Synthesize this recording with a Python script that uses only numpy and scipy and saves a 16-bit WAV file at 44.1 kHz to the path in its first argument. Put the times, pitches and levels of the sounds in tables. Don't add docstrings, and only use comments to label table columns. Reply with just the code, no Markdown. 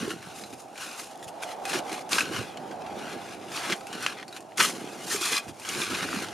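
import sys
import numpy as np
from scipy import signal
from scipy.fft import rfft, irfft
from scipy.io import wavfile
from scipy.ndimage import uniform_filter1d

SR = 44100
rng = np.random.default_rng(int(sys.argv[2]) if len(sys.argv) > 2 else 0)


def materialize(psi):
    bounded = np.clip(np.atleast_2d(psi).T, -1, 1)
    quanta = np.round(bounded * 32767).astype(np.int16)
    wavfile.write(sys.argv[1], SR, quanta)


def rack_gain(trim_db):
    fader = np.asarray(trim_db, float)
    return 10 ** (fader / 20)


N = 279153
OPPOSED = np.array([[1], [-1]])


def unit(x):
    return x / np.sqrt(np.mean(x ** 2))


def colour(x, points, share=1):
    hz, db = np.transpose(points)
    log_hz = np.log(np.linspace(1, SR / 2, 2049))
    cepstrum = irfft(np.interp(log_hz, np.log(hz), share * db * np.log(10) / 20))
    cepstrum[1:2048] *= 2
    cepstrum[2049:] = 0
    return signal.fftconvolve(x, irfft(np.exp(rfft(cepstrum))))[:N]


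def ring(x, hz, width):
    return signal.lfilter(*signal.iirpeak(hz, hz / width, fs=SR), x)


def low_pass(x, hz):
    return signal.sosfilt(signal.butter(2, hz, fs=SR, output="sos"), x)


def walk(rate):
    hold = int(SR / rate)
    steps = np.repeat(rng.standard_normal(N // hold + 1), hold)
    return unit(uniform_filter1d(steps, hold)[:N])


def grains(rate, scatter_db, fine_db):
    sign = (rng.random(N) < rate / SR) * rng.choice([-1, 1], N)
    breaks = sign * rack_gain(np.minimum(scatter_db * rng.exponential(1, N), 15))
    return unit(unit(breaks) + rack_gain(fine_db) * rng.standard_normal(N))


def spread(make, side_db):
    return make() + rack_gain(side_db) * make() * OPPOSED


def pushes(s, rise, hold, fall, first_db, last_db, rest_db):
    t = np.arange(0, N / SR + .001, .001)[:, None] - s
    db = first_db + (last_db - first_db) * np.clip(t / np.maximum(hold, 1e-3), 0, 1)
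    db = db - 20 * np.maximum(-t, 0) / rise
    db = db - 20 * np.maximum(t - hold, 0) / fall
    power = np.sum(rack_gain(2 * db), axis=1) + rack_gain(2 * rest_db)
    return np.sqrt(np.interp(np.arange(N) / SR, t[:, 0] + s[0], power))


def swells(table, rest_db):
    s, rise, fall, db = np.transpose(table)
    return pushes(s, rise, 0 * s, fall, db, db, rest_db)


def strokes():
    # peak time in seconds, rise in seconds, fall in seconds,
    # crunch in dB, powder over crunch in dB.
    leans = [(0.0, .05, 0.27, -36, -3.5), (.268, 0.12, 0.195, -46.5, -2.5), (.375, 0.057, 0.268, -47, 5),
             (0.827, 0.0864, 0.344, -38.5, -0.5), (1.02, .03, 0.147, -58, 16.5),
             (1.518, 0.19, 0.054, -42.5, -1.5), (1.751, 0.097, 0.05, -31, -1), (1.92, 0.18, .04, -42, -3.5),
             (2.222, 0.17, 0.12, -35.5, -4.5), (2.363, 0.14, 0.18, -33, -5), (3.0, 0.165, 0.6, -44.5, -5.5),
             (3.136, 0.43, 0.047, -42, -6), (3.328, 0.51, 0.14, -43.5, -5),
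             (3.574, 0.12, 0.067, -35.5, -0.5), (3.755, .02, 0.18, -50, 4), (3.954, 0.15, 0.17, -40, -4.5),
             (4.052, 0.12, 0.052, -33.5, -4.5), (4.374, 0.093, 0.022, -43, -2),
             (4.528, 0.17, 0.074, -61, -17), (4.575, .003, .06, -38, 9), (4.64, 0.029, 0.13, -29, 3.5),
             (5.137, 0.11, 0.084, -32, 7), (5.64, 0.13, 0.026, -46, 2.5), (6.222, 0.028, 0.28, -40, -3)]
    # start in seconds, length in seconds, first level in dB,
    # last level in dB, powder over crunch in dB.
    scrapes = [(1.225, 0.019, -63, -53, 10.5), (1.276, 0.012, -58, -49, 5), (1.43, 0.0079, -40, -40, 3.5),
               (1.587, 0.063, -67, -55.5, 3.5), (1.656, 0.1366, -42.5, -33, -1),
               (1.924, 0.096, -39, -47, -2), (2.12, 0.1, -27.5, -35, 2), (2.6, 0.13, -55, -50, -5.5),
               (3.42, 0.063, -46.5, -51, -7), (3.552, 0.1834, -41, -30, -5), (4.085, 0.097, -35, -50.5, -7),
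               (4.18, 0.052, -44, -46.5, -10), (4.599, 0.059, -25, -33, 5), (4.756, 0.7, -46, -49.5, -2),
               (5.215, 0.17, -33, -32.5, 3.5), (5.66, 0.1816, -37.5, -34.5, 0.5),
               (5.836, 0.41, -35, -36.5, -3.5)]
    # peak time in seconds, rise in seconds, crunch in dB, powder over crunch in dB.
    jabs = [
        (0.11, 0.051, -40.5, 1),
        (0.536, 0.016, -48, 5),
        (.606, 0.0437, -52.5, 9),
        (0.999, 0.056, -41, 6),
        (2.576, 0.037, -47, -5.5),
        (4.609, 0.022, -15.5, -15),
        (5.491, 0.037, -43.5, 2),
        (5.955, 0.093, -34.5, -4.5),
    ]
    grip_s, let_go_s, jab_fall, rest_db = 0.019, 0.021, 0.95, -65
    rows = [(s, up, 0, down, db, db, powder) for s, up, down, db, powder in leans]
    rows += [(s, grip_s, hold, let_go_s, first, last, powder) for s, hold, first, last, powder in scrapes]
    rows += [(s, up, 0, jab_fall * up, db, db, powder) for s, up, db, powder in jabs]
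    *shape, first, last, powder = np.transpose(rows)
    force = pushes(*shape, first, last, rest_db)
    thrown = pushes(*shape, first + powder, last + powder, rest_db + 3.5)
    return force, thrown / force


def patchy(x, depth_db, rate):
    out = 0
    for k, hz in enumerate(700 * 2 ** (np.arange(22) / 6)):
        fade = rack_gain(depth_db * min(3000 / hz, 1) * walk(rate))
        out = out + (-1) ** k * fade * ring(x, hz, hz / 7)
    return out


def crunch(hiss):
    # frequency in Hz, gain in dB.
    crystal_colour = [(500, -37.5), (900, -0.5), (1280, 7.5), (2000, 3), (3500, 2.5), (5000, -10.5),
                      (7000, -13.5), (16000, -68)]
    powder_colour = [(1500, -21.5), (3000, -3), (4500, -0.5), (6500, 3), (8500, 0.5), (10500, 0),
                     (12500, -9), (15500, -15.5)]
    crystals = patchy(grains(1500, scatter_db=1.0, fine_db=0.5), depth_db=2.0, rate=30)
    powder = grains(2500, scatter_db=2.0, fine_db=2.5)
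    return unit(colour(crystals, crystal_colour)) + hiss * unit(colour(powder, powder_colour))


def blade():
    # frequency in Hz, bandwidth in Hz, level in dB.
    loaded_modes = [(1050, 122, -4.5), (1348, 67, 0), (1500, 42, 3.5), (1642, 67, 2), (2090, 88, -1.5),
                    (2360, 59, -1), (2540, 110, -1), (2854, 72, -0.5), (3280, 170, -7.5), (3870, 43, -3),
                    (4256, 59, -1.5), (4638, 16, -1), (5010, 290, -10), (5900, 170, -8.5)]
    rub = grains(600, scatter_db=-1.0, fine_db=3.5)
    out = 0
    for k, (hz, width, db) in enumerate(loaded_modes):
        out = out + (-1) ** k * rack_gain(db + 1.7 * walk(20)) * ring(rub, hz, width)
    return unit(out)


def clumps(rate, scatter_db, sharp):
    pitches = 1250 * 2 ** (np.arange(8) / 3.5)
    return unit(sum(ring(grains(rate, scatter_db, fine_db=-30), hz, hz / sharp) for hz in pitches))


def digging():
    force, hiss = strokes()
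    slip_db = 0.79 * walk(60) + 1.24 * walk(200)
    crumbs = rack_gain(-8) * hiss ** 0.49 * clumps(25, scatter_db=-3.0, sharp=19.0)
    snow = spread(lambda: crunch(hiss), side_db=-11.5)
    metal = rack_gain(-1) * spread(blade, side_db=-12.5)
    return force * rack_gain(-3.5 + slip_db) * (snow + metal + crumbs)


def bank(x):
    lag_ms, echo_db = 0.7913, -12.5
    late = np.arange(N) - lag_ms * SR / 1000 * (1 + 0.15 * walk(7))
    return x + rack_gain(echo_db) * np.array([np.interp(late, np.arange(N), c) for c in x])


def weight():
    # peak time in seconds, rise in seconds, fall in seconds, level in dB.
    shifts = [(0.0, .1, 0.54, -51.5), (.53, 0.128, 0.18, -56), (1.27, 0.078, 0.044, -56),
              (1.74, 0.28, 0.38, -58.5), (2.4, 0.24, 0.15, -44), (2.96, 0.82, 1.42, -56.5),
              (3.72, 1.2, 0.13, -65), (4.04, 0.31, 0.195, -57), (4.6, .13, 0.88, -69),
              (5.15, .3, 1.3, -64.5), (5.52, 0.11, 0.04, -53), (5.77, 0.135, 0.215, -51.5),
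              (5.94, 0.19, 0.86, -47.5)]
    groan = spread(lambda: unit(ring(ring(rng.standard_normal(N), 124.7, 81), 105, 114)), side_db=-7)
    return swells(shifts, rest_db=-68) * groan


def wind():
    # time in seconds, level in dB.
    gusts = [(0.0, -48), (0.69, -45.5), (0.83, -47), (1.09, -46), (1.5, -38.5), (1.8, -35), (2.27, -43),
             (2.47, -42.5), (2.86, -37), (3.06, -40.5), (3.4, -45), (3.75, -41), (4.21, -47.5),
             (4.44, -47.5), (4.74, -44.5), (5.39, -46.5), (5.68, -49), (6.33, -43.5)]
    # frequency in Hz, gain in dB.
    tree_colour = [(40, -36), (300, -10.5), (550, -5.5), (770, 3.5), (900, -4), (1040, -11), (1600, -21),
                   (15000, -49)]
    s, db = np.transpose(gusts)
    gust_db = np.interp(np.arange(N) / SR, s, db)
    sigh = spread(lambda: unit(colour(rng.standard_normal(N), tree_colour)), side_db=-7.5)
    return rack_gain(gust_db - 1.5 + 0.4 * walk(2.02)) * sigh


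def thuds():
    # start in seconds, peak in dB, frequency in Hz.
    clods = [(.007, -26, 185), (0.025, -18, 235), (.077, -16.5, 407), (.109, -22, 340.7),
             (.269, -30.5, 173), (.429, -32, 211), (.528, -33, 244), (1.747, -23, 360), (1.916, -23, 333),
             (2.145, -25.5, 269.5), (2.309, -20, 325), (2.388, -26.5, 127), (2.969, -32.5, 265),
             (3.461, -28, 382), (3.7001, -16.5, 357), (3.728, -24, 352), (3.724, -22, 197.6),
             (4.344, -33, 370), (4.596, -27, 384), (5.145, -16, 408), (5.212, -21.5, 348),
             (5.317, -22, 458), (5.481, -29, 106), (5.755, -25, 330), (5.772, -23, 350), (5.911, -25, 268),
             (5.924, -22.5, 332), (6.025, -25, 185.4), (6.139, -22, 269), (6.168, -18, 210),
             (6.283, -24, 327.6)]
    t60_s, push_s = 0.064, 0.0017
    out, t = np.zeros(N + 8192), np.arange(8192) / SR
    for s, db, hz in clods:
        wobble = np.sin(2 * np.pi * hz * t) * rack_gain(-60 * t / t60_s) * (1 - np.exp(-t / push_s))
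        out[int(s * SR):][:len(t)] += rack_gain(db - 10.0) * wobble / wobble.max()
    return signal.sosfilt(signal.butter(2, 80, "highpass", fs=SR, output="sos"), out[:N])


def packing():
    # peak time in seconds, rise in seconds, fall in seconds, level in
    # dB.
    squeezes = [(.08, 1.08, 0.23, -38), (.39, 0.13, 0.19, -46), (.53, 0.015, 0.049, -39.5),
                (.9, 0.54, 0.22, -50.5), (1.76, 0.06, 0.064, -31), (1.94, 0.11, 0.1, -39.5),
                (2.15, 0.064, 0.103, -34.5), (2.34, 0.45, 0.27, -36.5), (2.73, 0.486, 0.053, -41.5),
                (3.0, 0.26, 0.17, -38), (3.17, 0.19, 0.05, -37), (3.24, 0.044, 0.92, -43),
                (3.67, 1, 0.055, -44), (3.72, 0.096, 0.034, -34), (3.95, 0.088, 0.62, -41.5),
                (4.6, 0.0353, 0.66, -35), (5.17, 0.45, 0.019, -38.5), (5.34, 0.72, 0.11, -44),
                (5.5, 0.044, 0.019, -40), (5.77, 0.18, 0.23, -36), (5.9, 0.023, 0.97, -40),
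                (6.17, 0.36, 0.26, -37.5)]
    # frequency in Hz, gain in dB.
    pack_colour = [(30, -54), (70, -55.5), (130, -7), (200, -0.5), (350, 3), (480, -2), (700, -13.5),
                   (2000, -45.5)]
    steps = spread(lambda: unit(colour(grains(150, scatter_db=5.0, fine_db=0.0), pack_colour)), side_db=-13.0)
    return swells(squeezes, rest_db=-55) * rack_gain(-1.5 + 0.76 * walk(25)) * steps


def snaps():
    # start in seconds, peak in dB, centre in Hz, bandwidth as a ratio to the centre.
    crystal_snaps = [(.106, -19, 2000, 1.2), (.9935, -24, 3500, 1.2), (.998, -22, 2500, 1.2),
                     (1.157, -36, 6000, 1.2), (1.176, -33, 9000, 1), (1.217, -42, 8000, 1.3),
                     (1.435, -20.5, 2500, 1), (1.653, -18, 4000, 1.5), (1.7318, -20, 2500, .15),
                     (1.7443, -17, 1430, .3), (1.7465, -20, 4200, .6), (1.7585, -17, 1500, 0.7),
                     (1.765, -23, 2300, .3), (1.792, -22, 2000, 1.3), (2.066, -38, 1000, .4),
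                     (2.1317, -6, 3500, 1.1), (2.155, -19, 2800, .08), (2.177, -24, 4100, .05),
                     (2.1845, -11, 2670, 0.17), (2.188, -10.5, 1300, 0.17), (2.195, -18, 2700, .12),
                     (2.542, -36, 1300, .5), (2.853, -40, 1200, .6), (3.575, -18, 2600, .4),
                     (3.694, -21, 1400, .6), (3.6988, -14.5, 1600, 1.8), (3.706, -19, 5500, 1),
                     (3.7236, -8.5, 3600, 1.6), (3.7281, -10, 2200, 2.3), (3.738, -21, 3100, .3),
                     (4.0635, -11, 1500, 0.65), (4.0645, -23, 4800, 0.65), (4.075, -26, 3000, .1),
                     (4.281, -49, 5350, 0.07), (4.33, -37, 3900, .05), (4.367, -37, 2530, .08),
                     (4.372, -34, 5200, .08), (4.426, -36, 5000, 1.4), (4.521, -35, 1800, 1),
                     (4.573, -27, 6000, 1.5), (4.597, -14, 1400, 0.23), (4.601, -12, 4350, .2),
                     (4.605, -9, 2430, .15), (4.695, -21, 1000, 1)]
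    late_snaps = [(5.105, -25, 4120, .04), (5.117, -22, 4860, .06), (5.2267, -21.5, 1370, .08),
                  (5.2473, -20.5, 2500, .035), (5.267, -24, 2590, 0.03), (5.33, -21.5, 1620, .05),
                  (5.334, -19, 3300, 0.057), (5.357, -21, 4950, .02), (5.364, -19, 4900, 0.027),
                  (5.36, -24, 1140, .07), (5.368, -15.5, 4100, 0.036), (5.368, -20, 2400, .04),
                  (5.376, -23, 1150, .06), (5.385, -25.5, 2440, 0.011), (5.597, -33, 960, 0.51),
                  (5.617, -35, 2530, 0.036), (5.65, -27, 1080, 0.059), (5.697, -25, 2880, 0.022),
                  (5.75, -25, 2300, 0.9), (5.762, -24, 2300, .05), (5.803, -19, 1400, 0.52),
                  (5.8175, -18, 3470, 0.083), (5.825, -18, 2400, 1), (5.836, -22, 2450, .06),
                  (5.88, -28, 2390, .06), (5.951, -18, 3580, .15), (5.954, -23, 1300, .2),
                  (6.0075, -19, 2200, .3), (6.0295, -14.5, 1600, 1.4), (6.04, -24, 1450, .08),
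                  (6.089, -21, 1480, .2), (6.1298, -16.5, 1290, 0.25), (6.16, -25, 1200, .4),
                  (6.19, -26, 1200, .4), (6.286, -25, 3500, .5)]
    break_s = .0007
    out, t = np.zeros((2, N + 4096)), np.arange(4096) / SR
    for s, db, hz, share in crystal_snaps + late_snaps:
        burst = rng.standard_normal((2, len(t))) * np.exp(-t / break_s)
        burst = burst[0] + rack_gain(-19.5) * burst[1] * OPPOSED
        click = ring(burst, hz, np.clip(share, .012, 1.9) * hz)
        click = low_pass(click, min(1.63 * hz, 11000))
        out[:, int(s * SR):][:, :len(t)] += rack_gain(db - 2.5) * click / np.abs(click).max()
    return out[:, :N]


def cracks():
    # start in seconds, peak in dB, ring in Hz,
    # decay by 60 dB in seconds.
    knocks = [(0.1065, -24, 2700, 0.038), (0.437, -25, 4040, 0.078), (1.731, -25, 2420, 0.038),
              (1.756, -18.5, 2370, 0.075), (2.1298, -14, 4030, 0.15), (2.1822, -9.5, 1590, 0.094),
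              (2.2067, -9.5, 2580, 0.041), (2.255, -21, 1500, 0.043), (2.5719, -25, 1110, 0.029),
              (2.712, -32, 1550, 0.039), (2.82, -31, 2640, 0.0245), (2.8633, -29.5, 2680, 0.067),
              (2.9987, -35, 2750, 0.046), (3.6994, -16, 1490, 0.075), (3.7234, -18, 3267, 0.067),
              (3.809, -29, 1300, 0.057), (4.0634, -7, 2490, 0.056), (4.1858, -30, 1925, 0.033),
              (4.2275, -24.5, 1870, 0.03), (4.198, -25, 1890, 0.029), (4.581, -11.5, 1570, 0.038),
              (4.601, -7.5, 1520, 0.042), (4.6069, -4.5, 1860, 0.03), (5.358, -26, 4900, .045),
              (5.374, -28, 1124, 0.039), (5.7485, -18.5, 2260, 0.066), (5.8162, -16.5, 2410, 0.054),
              (5.947, -18, 2450, 0.047), (6.0294, -19, 1460, .051), (6.1295, -24, 1293, .049)]
    # start in seconds, peak in dB, ring in Hz, treble over ring in dB.
    lumps = [(0.2263, -29, 1750, -6), (0.5273, -31, 2500, -5), (0.7563, -31.5, 2330, -4),
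             (0.7774, -26, 2427, 0), (0.993, -39, 1520, 5.44), (1.2268, -31.5, 3500, -2.47),
             (1.28, -33, 2860, 6), (1.424, -27.5, 1520, -14.5), (1.6539, -20, 2540, -2),
             (1.696, -21, 2700, 3), (1.8939, -25.5, 1570, -5.5), (1.9279, -19.5, 2520, -2),
             (2.092, -29, 1500, 3), (2.544, -43, 1280, -8), (3.518, -27.5, 1350, -9),
             (3.8687, -28.5, 2660, 2), (3.928, -25, 2930, -1), (4.0253, -23.5, 1610, 2),
             (4.2799, -30, 4430, -1), (4.3263, -31, 3870, -2), (4.364, -24.5, 2540, -3),
             (4.405, -35.5, 1100, 4), (4.6338, -10, 2800, -17.5), (5.2146, -26, 2470, -7),
             (5.3232, -20, 3320, 5), (5.4807, -32, 1150, -11.5), (5.5969, -35, 2540, 9),
             (5.649, -23.5, 1086, -10.5), (5.689, -20.5, 3060, 7)]
    knock_treble_db, lump_t60_s = -44, 0.1
    events = [(s, db, hz, knock_treble_db, t60) for s, db, hz, t60 in knocks]
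    events += [(*lump, lump_t60_s) for lump in lumps]
    out, t = np.zeros((2, N + 4096)), np.arange(4096) / SR
    for s, db, hz, treble_db, t60 in events:
        decay = rack_gain(-60 * t / t60) + 1.44 * np.exp(-t / 0.0017)
        spray = rng.standard_normal((2, len(t))) * decay * np.minimum(t / 0.00037, 1)
        spray = spray[0] + rack_gain(-14.5) * spray[1] * OPPOSED
        tone = ring(spray, hz, 0.037 * hz) + 0.26 * ring(spray, 2000, 1950)
        treble = ring(ring(spray, 10500, 11000), 3600, 11000)
        both = tone / np.abs(tone).max() + rack_gain(treble_db) * treble / np.abs(treble).max()
        out[:, int(s * SR):][:, :len(t)] += rack_gain(db - 3.26) * low_pass(both, 9000)
    return out[:, :N]


def skids():
    # peak time in seconds, rise in seconds, fall in seconds, level in dB.
    crust_rubs = [
        (5.25, 0.14, 0.121, -35),
        (5.335, 0.026, 0.061, -29.5),
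        (5.378, 0.056, 0.027, -30),
    ]
    # frequency in Hz, level in dB.
    bare_modes = [(1152, -3), (1647, -2), (2046, -3), (2490, 4.5), (3260, -2), (3488, -5.5), (4054, -2),
                  (4900, -5)]
    rub = swells(crust_rubs, rest_db=-99) * grains(900, scatter_db=4.5, fine_db=-3.0)
    return sum(rack_gain(db + 18.0) * ring(rub, hz, hz / 42) for hz, db in bare_modes)


def scene():
    lean_db = 1.54
    work = bank(digging() + cracks()) + skids() + snaps()
    rest = packing() + thuds() + weight() + wind()
    return work * rack_gain([[lean_db / 2], [-lean_db / 2]]) + rest


def top_cut(x):
    return signal.sosfilt(signal.butter(12, 15710, fs=SR, output="sos"), x)


def record(dry):
    # frequency in Hz, difference in dB.
    port_colour = [(60, 4.5), (110, -7.5), (380, -4.5), (700, -5), (1290, 1), (2380, -0.5), (8120, -4),
                   (15000, 4)]
    notch_hz, notch_width_hz, top_hz = 7870, 240, 15150
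    ports = np.array([colour(dry[0], port_colour, 0.18), colour(dry[1], port_colour, -0.43)])
    edges = [notch_hz - notch_width_hz / 2, notch_hz + notch_width_hz / 2]
    notch = signal.butter(1, edges, "bandstop", fs=SR, output="sos")
    top = signal.ellip(12, .2, 50, top_hz, fs=SR, output="sos")
    mix = signal.sosfilt(np.vstack([notch, top]), ports)
    return top_cut(mix)


dry = scene()
out = record(dry)
materialize(out)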